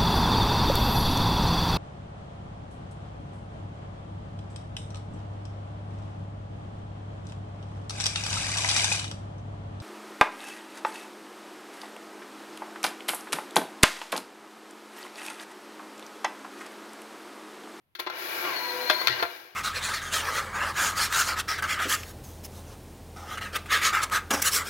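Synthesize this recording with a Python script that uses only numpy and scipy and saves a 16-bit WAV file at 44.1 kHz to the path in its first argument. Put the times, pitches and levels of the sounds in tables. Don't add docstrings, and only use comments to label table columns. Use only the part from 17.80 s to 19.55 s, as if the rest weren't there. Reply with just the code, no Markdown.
import sys
import numpy as np
from scipy import signal
from scipy.fft import rfft, irfft
from scipy.io import wavfile

SR = 44100
rng = np.random.default_rng(int(sys.argv[2]) if len(sys.argv) > 2 else 0)


def to_wav(s):
    ch = np.atleast_2d(s).T
    pcm = np.round(np.clip(ch, -1, 1) * 32767)
    wavfile.write(sys.argv[1], SR, pcm.astype(np.int16))


N = 77175
TIME = np.arange(N) / SR
FFT_SIZE = 2 ** 17
HZ = np.maximum(np.arange(FFT_SIZE // 2 + 1) * SR / FFT_SIZE, 1)


def from_db(db):
    return 10 ** (np.asarray(db) / 20)


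def rms_one(x):
    return x / np.sqrt(np.mean(x ** 2) + 1e-20)


def in_time(rows):
    times, *columns = np.transpose(rows)
    return [np.interp(TIME, times, column) for column in columns]


def per_hz(points):
    hz, value = np.transpose(points)
    return np.interp(np.log(HZ), np.log(hz), value)


def below(hz, order=8):
    return 1 / (1 + (HZ / hz) ** order)


def shape(x, gain):
    cepstrum = irfft(np.log(np.maximum(gain, 1e-6)))[:FFT_SIZE // 2]
    cepstrum[1:] *= 2
    return irfft(rfft(x, FFT_SIZE) * np.exp(rfft(cepstrum, FFT_SIZE)))[..., :N]


def drift(rate_hz):
    return rms_one(irfft(rfft(rng.standard_normal(FFT_SIZE)) * below(rate_hz, order=2))[:N])


def grains(roughness, rate_hz):
    return rms_one(rng.standard_normal((2, N)) * np.exp(roughness * drift(rate_hz)))


def rough_tone(angle, roughness, flutter_hz=35):
    tone = (1 + roughness * drift(flutter_hz)) * np.sin(angle)
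    jitter = roughness * drift(flutter_hz) * np.cos(angle)
    return np.sqrt(2) * (tone + jitter)


# f/Hz, likeness (1 same, 0 unrelated, -1 opposite)
LIKENESS = [(60, -0.076), (290, 1), (640, 0.29), (1400, -0.21), (3100, -0.27), (7000, 0.46), (15000, -0.36)]

def spread(pair):
    alike = np.clip(per_hz(LIKENESS), -.95, .95)
    return shape(pair[0], np.sqrt(1 + alike)) + shape(pair[1], np.sqrt(1 - alike)) * [[1], [-1]]


# f/Hz, relative level/dB
ROOM_COLOUR = [(25, -7), (100, 5.5), (200, -1.5), (500, -8), (1200, -9.5), (3000, -14), (7500, -31),
               (12000, -17), (16000, -22)]

def room_noise(level_db=-75):
    noise = spread(rng.standard_normal((2, N)))
    return from_db(level_db) * rms_one(shape(noise, from_db(per_hz(ROOM_COLOUR))))


def room_echo(x, level_db=-12, fade_s=0.24, delay_s=0.01):
    tail = rng.standard_normal((2, N)) * from_db(-60 * TIME / fade_s) * (TIME > delay_s)
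    return from_db(level_db) * signal.fftconvolve(x, rms_one(tail) / np.sqrt(N), axes=1)[:, :N]


# t/s, f/Hz, level/dB, fade/s
RINGS = [(0.154, 363, -59, 0.56), (.192, 354, -46, 0.29), (.194, 1042, -31, 0.079), (0.264, 363, -32, 0.12),
         (.266, 1025, -30, .15), (1.1, 617.7, -21, 0.14), (1.1, 1405, -12.5, 0.039),
         (1.268, 89.8, -48, 0.34), (1.291, 121, -37.5, 0.32), (1.297, 371, -35, 0.13),
         (1.283, 1840, -28, 0.13), (1.304, 1920, -25, 0.14), (1.425, 85, -43.5, 0.13),
         (1.426, 693, -22.5, .1), (1.426, 1384, -22.5, 0.041), (1.435, 488, -35.5, 0.19)]

def ringing_parts(rise_cycles=1.23):
    out = np.zeros(N)
    for start, hz, db, fade_s in RINGS:
        age = np.maximum(TIME - start, 0)
        rise = 1 - np.exp(-age * hz / rise_cycles)
        out += from_db(db - 60 * age / fade_s) * rise * np.sin(2 * np.pi * hz * age)
    return out


# t/s, level/dB
SHIELD_LEVEL = [(1.281, -24), (1.287, -33), (1.299, -42), (1.307, -30), (1.316, -42), (1.328, -28.5),
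                (1.34, -38), (1.365, -39), (1.39, -55), (1.42, -80)]
# f/Hz, relative level/dB
SHIELD_COLOUR = [(200, -14), (1500, -15), (1900, 9.5), (2400, -9), (2900, 12.5), (3500, -10), (4300, 12),
                 (6000, -34), (8000, -34), (16000, -30)]

def light_shield():
    db, = in_time(SHIELD_LEVEL)
    crackle = grains(roughness=0.58, rate_hz=460) * from_db(db) * (TIME > SHIELD_LEVEL[0][0])
    return spread(shape(crackle, rms_one(from_db(per_hz(SHIELD_COLOUR)))))


# multiple of the lowest pitch, level/dB
ROLLER_HUM = [(1, -58), (2, -40), (3, -48.5), (6, -62)]

def rollers(pitch_hz=248.7, wobble=0.0038, roughness=0.34):
    start_s, full_s, edge_s, release_s = .78, .98, 1.056, 0.02
    angle = 2 * np.pi * np.cumsum(pitch_hz * (1 + wobble * drift(20))) / SR
    swell = np.interp(TIME, [start_s, full_s, edge_s, edge_s + release_s], [0, 1, 1, 0])
    hum = sum(from_db(db) * np.sqrt(2) * np.sin(multiple * angle) for multiple, db in ROLLER_HUM)
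    return swell * (1 + roughness * drift(27)) * hum


# t/s, turns per second/Hz
MOTOR_SPEED = [(.3, 250), (.44, 386), (.58, 406), (.675, 387), (.725, 342), (.78, 332), (.88, 326),
               (.98, 325), (1.05, 322), (1.13, 328), (1.25, 341), (1.42, 338), (1.75, 230)]

def motor_angle(wobble=0.00402):
    speed, = in_time(MOTOR_SPEED)
    return 2 * np.pi * np.cumsum(speed * (1 + wobble * drift(40.8))) / SR


def grip_growl(angle, start_s=0.632, rise_s=0.019, fade_s=0.28, level_db=-37):
    age = np.maximum(TIME - start_s, 0)
    multiples = (.9, 1.85, 2.3, 2.7, 3.62, 7.4)
    growl = sum(rough_tone(multiple * angle, roughness=0.55) for multiple in multiples)
    return from_db(level_db - 60 * age / fade_s) * (1 - np.exp(-age / rise_s)) * growl


# multiple of the motor's speed, level/dB before the boost, roughness 0-1
WHINE_TONES = [(.53, -68.5, 0.12), (3, -49.5, 0.88), (4.65, -57, 0.4), (6, -51.5, 0.7), (9, -63.5, 1),
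               (12, -56, .5), (19.5, -63.5, .3)]
# t/s, level/dB
LOAD_BOOST = [(.3, -7), (.58, -9), (.67, 2), (.8, 4.5), (1.0, 2.5), (1.12, 6), (1.25, 8), (1.32, -0.5),
              (1.42, -6), (1.47, -9), (1.75, -28)]
# t/s, level/dB
TOOTH_LEVEL = [(.71, -68), (.77, -37), (.9, -41.5), (.99, -51.5), (1.08, -35.5), (1.14, -38), (1.25, -41.5),
               (1.36, -59), (1.41, -38), (1.445, -49.5), (1.75, -82)]

def motor_whine(angle, teeth=13):
    boost_db, = in_time(LOAD_BOOST)
    tooth_db, = in_time(TOOTH_LEVEL)
    whine = sum(from_db(db) * rough_tone(multiple * angle, rough) for multiple, db, rough in WHINE_TONES)
    tooth_tone = rough_tone(teeth * angle, roughness=0.78)
    return (TIME > MOTOR_SPEED[0][0]) * (from_db(boost_db) * whine + from_db(tooth_db) * tooth_tone)


# f/Hz, width/Hz, boost for gears/dB, boost for blows/dB
SHELL_NOTES = [(349.6, 80, 11.5, 10.5), (489.6, 33, 7.5, 7), (627, 89, 6.5, 7.5), (711, 59, 6.5, 5.5),
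               (883, 47, 11, 7), (1073, 63, 7.5, 5), (1368.6, 46, 10.5, 11.5), (1590, 93, 9, 6.5),
               (2066, 28, -19, 10.5), (2350, 23, 9.5, -13), (2912, 84, 19, -22), (3490, 190, -1, 7),
               (4247, 430, 7, 9.5), (4947, 240, 7.5, -2)]

def shell(colour, struck):
    peaks_db = sum((blow_db if struck else gear_db) / (1 + (2 * (HZ - hz) / width) ** 2)
                   for hz, width, gear_db, blow_db in SHELL_NOTES)
    return rms_one(from_db(per_hz(colour) + peaks_db))


# t/s, lower level/dB, upper level/dB, treble level/dB
RATTLE_LEVELS = [(0.188, -45, -65, -82), (.29, -52, -62, -78), (.33, -40.5, -45.5, -59),
                 (0.389, -38.5, -41, -45), (.58, -33.5, -37.5, -41), (.63, -34, -38, -41),
                 (0.658, -32.5, -37, -42.5), (.73, -33.5, -38, -45), (.85, -35.5, -40, -44.5),
                 (1.05, -36, -39, -44), (1.24, -35.5, -38.5, -44.5), (1.31, -37, -37.5, -51),
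                 (1.41, -34.5, -38.5, -48.5), (1.47, -43, -48, -52.5), (1.52, -43, -46.5, -52.5),
                 (1.62, -49.5, -52.5, -57.5), (1.75, -56, -60, -67.5)]
# f/Hz, relative level/dB
RATTLE_COLOUR = [(60, -26.5), (130, -17.5), (215, -15.5), (280, -16), (340, -3.5), (480, -5), (900, -2.5),
                 (1300, -2), (2200, 6), (3200, 6), (4500, -7.5), (5600, -7.5), (6700, -13), (7600, -25.5),
                 (9200, -23.5), (10500, -17), (13000, -12), (16000, -16.5)]

def gear_rattle(angle, throb=0.14, upper_hz=2864, treble_hz=7490):
    taps = spread(grains(roughness=0.15, rate_hz=870) * (1 + throb * np.cos(angle)))
    body = shell(RATTLE_COLOUR, struck=False)
    lower, under_treble = below(upper_hz), below(treble_hz)
    bands = (lower, np.abs(under_treble - lower), 1 - under_treble)
    rattle = sum(from_db(db) * shape(taps, rms_one(body * band))
                 for db, band in zip(in_time(RATTLE_LEVELS), bands))
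    return (TIME > RATTLE_LEVELS[0][0]) * rattle


# t/s, level/dB, fade/s, low knock boost/dB, treble boost/dB
CLACKS = [(0.1509, -36.5, 0.072, -10, -3), (0.1926, -32, 0.043, -1.5, -3), (0.1982, -25.5, .035, -6, 3.5),
          (0.2016, -33.5, 0.033, 6, -10), (0.264, -34.5, 0.027, 4.5, -15), (0.27, -30.5, 0.043, 7.5, -12),
          (0.299, -33, 0.045, 5.5, -2), (0.649, -35, 0.063, 11, -9), (1.0983, -14, 0.026, 2.5, -8),
          (1.1013, -17.5, 0.037, 2.5, -3), (1.108, -20, .05, -19, -6), (1.209, -43, .05, -14, -10),
          (1.215, -32, 0.031, 11.5, 7.5), (1.2705, -27, .025, -11, -4.5), (1.272, -11.5, .022, -11, -4.5),
          (1.2815, -11, 0.014, -17, -13), (1.397, -36, 0.037, 14.5, -6), (1.4251, -28.5, 0.041, 16, -0.5),
          (1.4278, -29.5, 0.05, 9, 3.5), (1.432, -29, .035, 3, -5), (1.453, -45, 0.024, 20, -2)]
# f/Hz, relative level/dB
CLACK_COLOUR = [(60, -38), (200, -20), (330, -9.5), (700, -4.5), (1400, 2.5), (2400, 2), (4200, -2),
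                (5500, -7), (6800, -16), (8200, -26), (10500, -12), (13000, -9), (16000, -12)]

def clacks(knock_hz=1500, treble_hz=6940, tail_db=-19.5, tail_fade_s=0.25):
    knock, under_treble = below(knock_hz, order=4), below(treble_hz)
    bands = (knock, (1 - knock) * under_treble, 1 - under_treble)
    band_powers = np.zeros((3, N))
    for start, db, fade_s, knock_db, treble_db in CLACKS:
        age = np.maximum(TIME - start, 0)
        hit = from_db(db - 60 * age / fade_s)
        tail = from_db(db + tail_db - 60 * age / tail_fade_s)
        boosts = from_db([[knock_db], [0], [treble_db]])
        band_powers += (TIME >= start) * boosts ** 2 * (hit ** 2 + tail ** 2)
    chatter = rng.choice([-1., 1.], (2, N))
    body = shell(CLACK_COLOUR, struck=True)
    out = np.zeros((2, N))
    for power, band in zip(band_powers, bands):
        bursts = rng.permutation(chatter, axis=1) * np.sqrt(power)
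        out += shape(bursts, body * np.sqrt(band))
    return spread(out)


# f/Hz, level/dB
BALANCE = [(100, 2), (160, -7.5), (270, -4.5), (450, 3.5), (1200, 2.5), (2000, 6), (3300, 9.5), (4400, 19),
           (5600, 15), (7500, 9.5), (9500, 0), (15000, 2.5)]

def scene(left_delay_s=0.00015):
    angle = motor_angle()
    drive = gear_rattle(angle) + motor_whine(angle) + grip_growl(angle) + rollers()
    camera = drive + clacks() + light_shield() + ringing_parts()
    left, right = camera + room_echo(camera)
    left = irfft(rfft(left, FFT_SIZE) * np.exp(-2j * np.pi * HZ * left_delay_s))[:N]
    lean_left = from_db(per_hz(BALANCE))
    right_gain = np.sqrt(2 / (1 + lean_left ** 2))
    return np.array([shape(left, lean_left * right_gain), shape(right, right_gain)]) + room_noise()


def record(dry, cutoff_hz=16100):
    return irfft(rfft(dry, FFT_SIZE) * below(cutoff_hz, order=200))[:, :N]


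dry = scene()
out = record(dry)
to_wav(out)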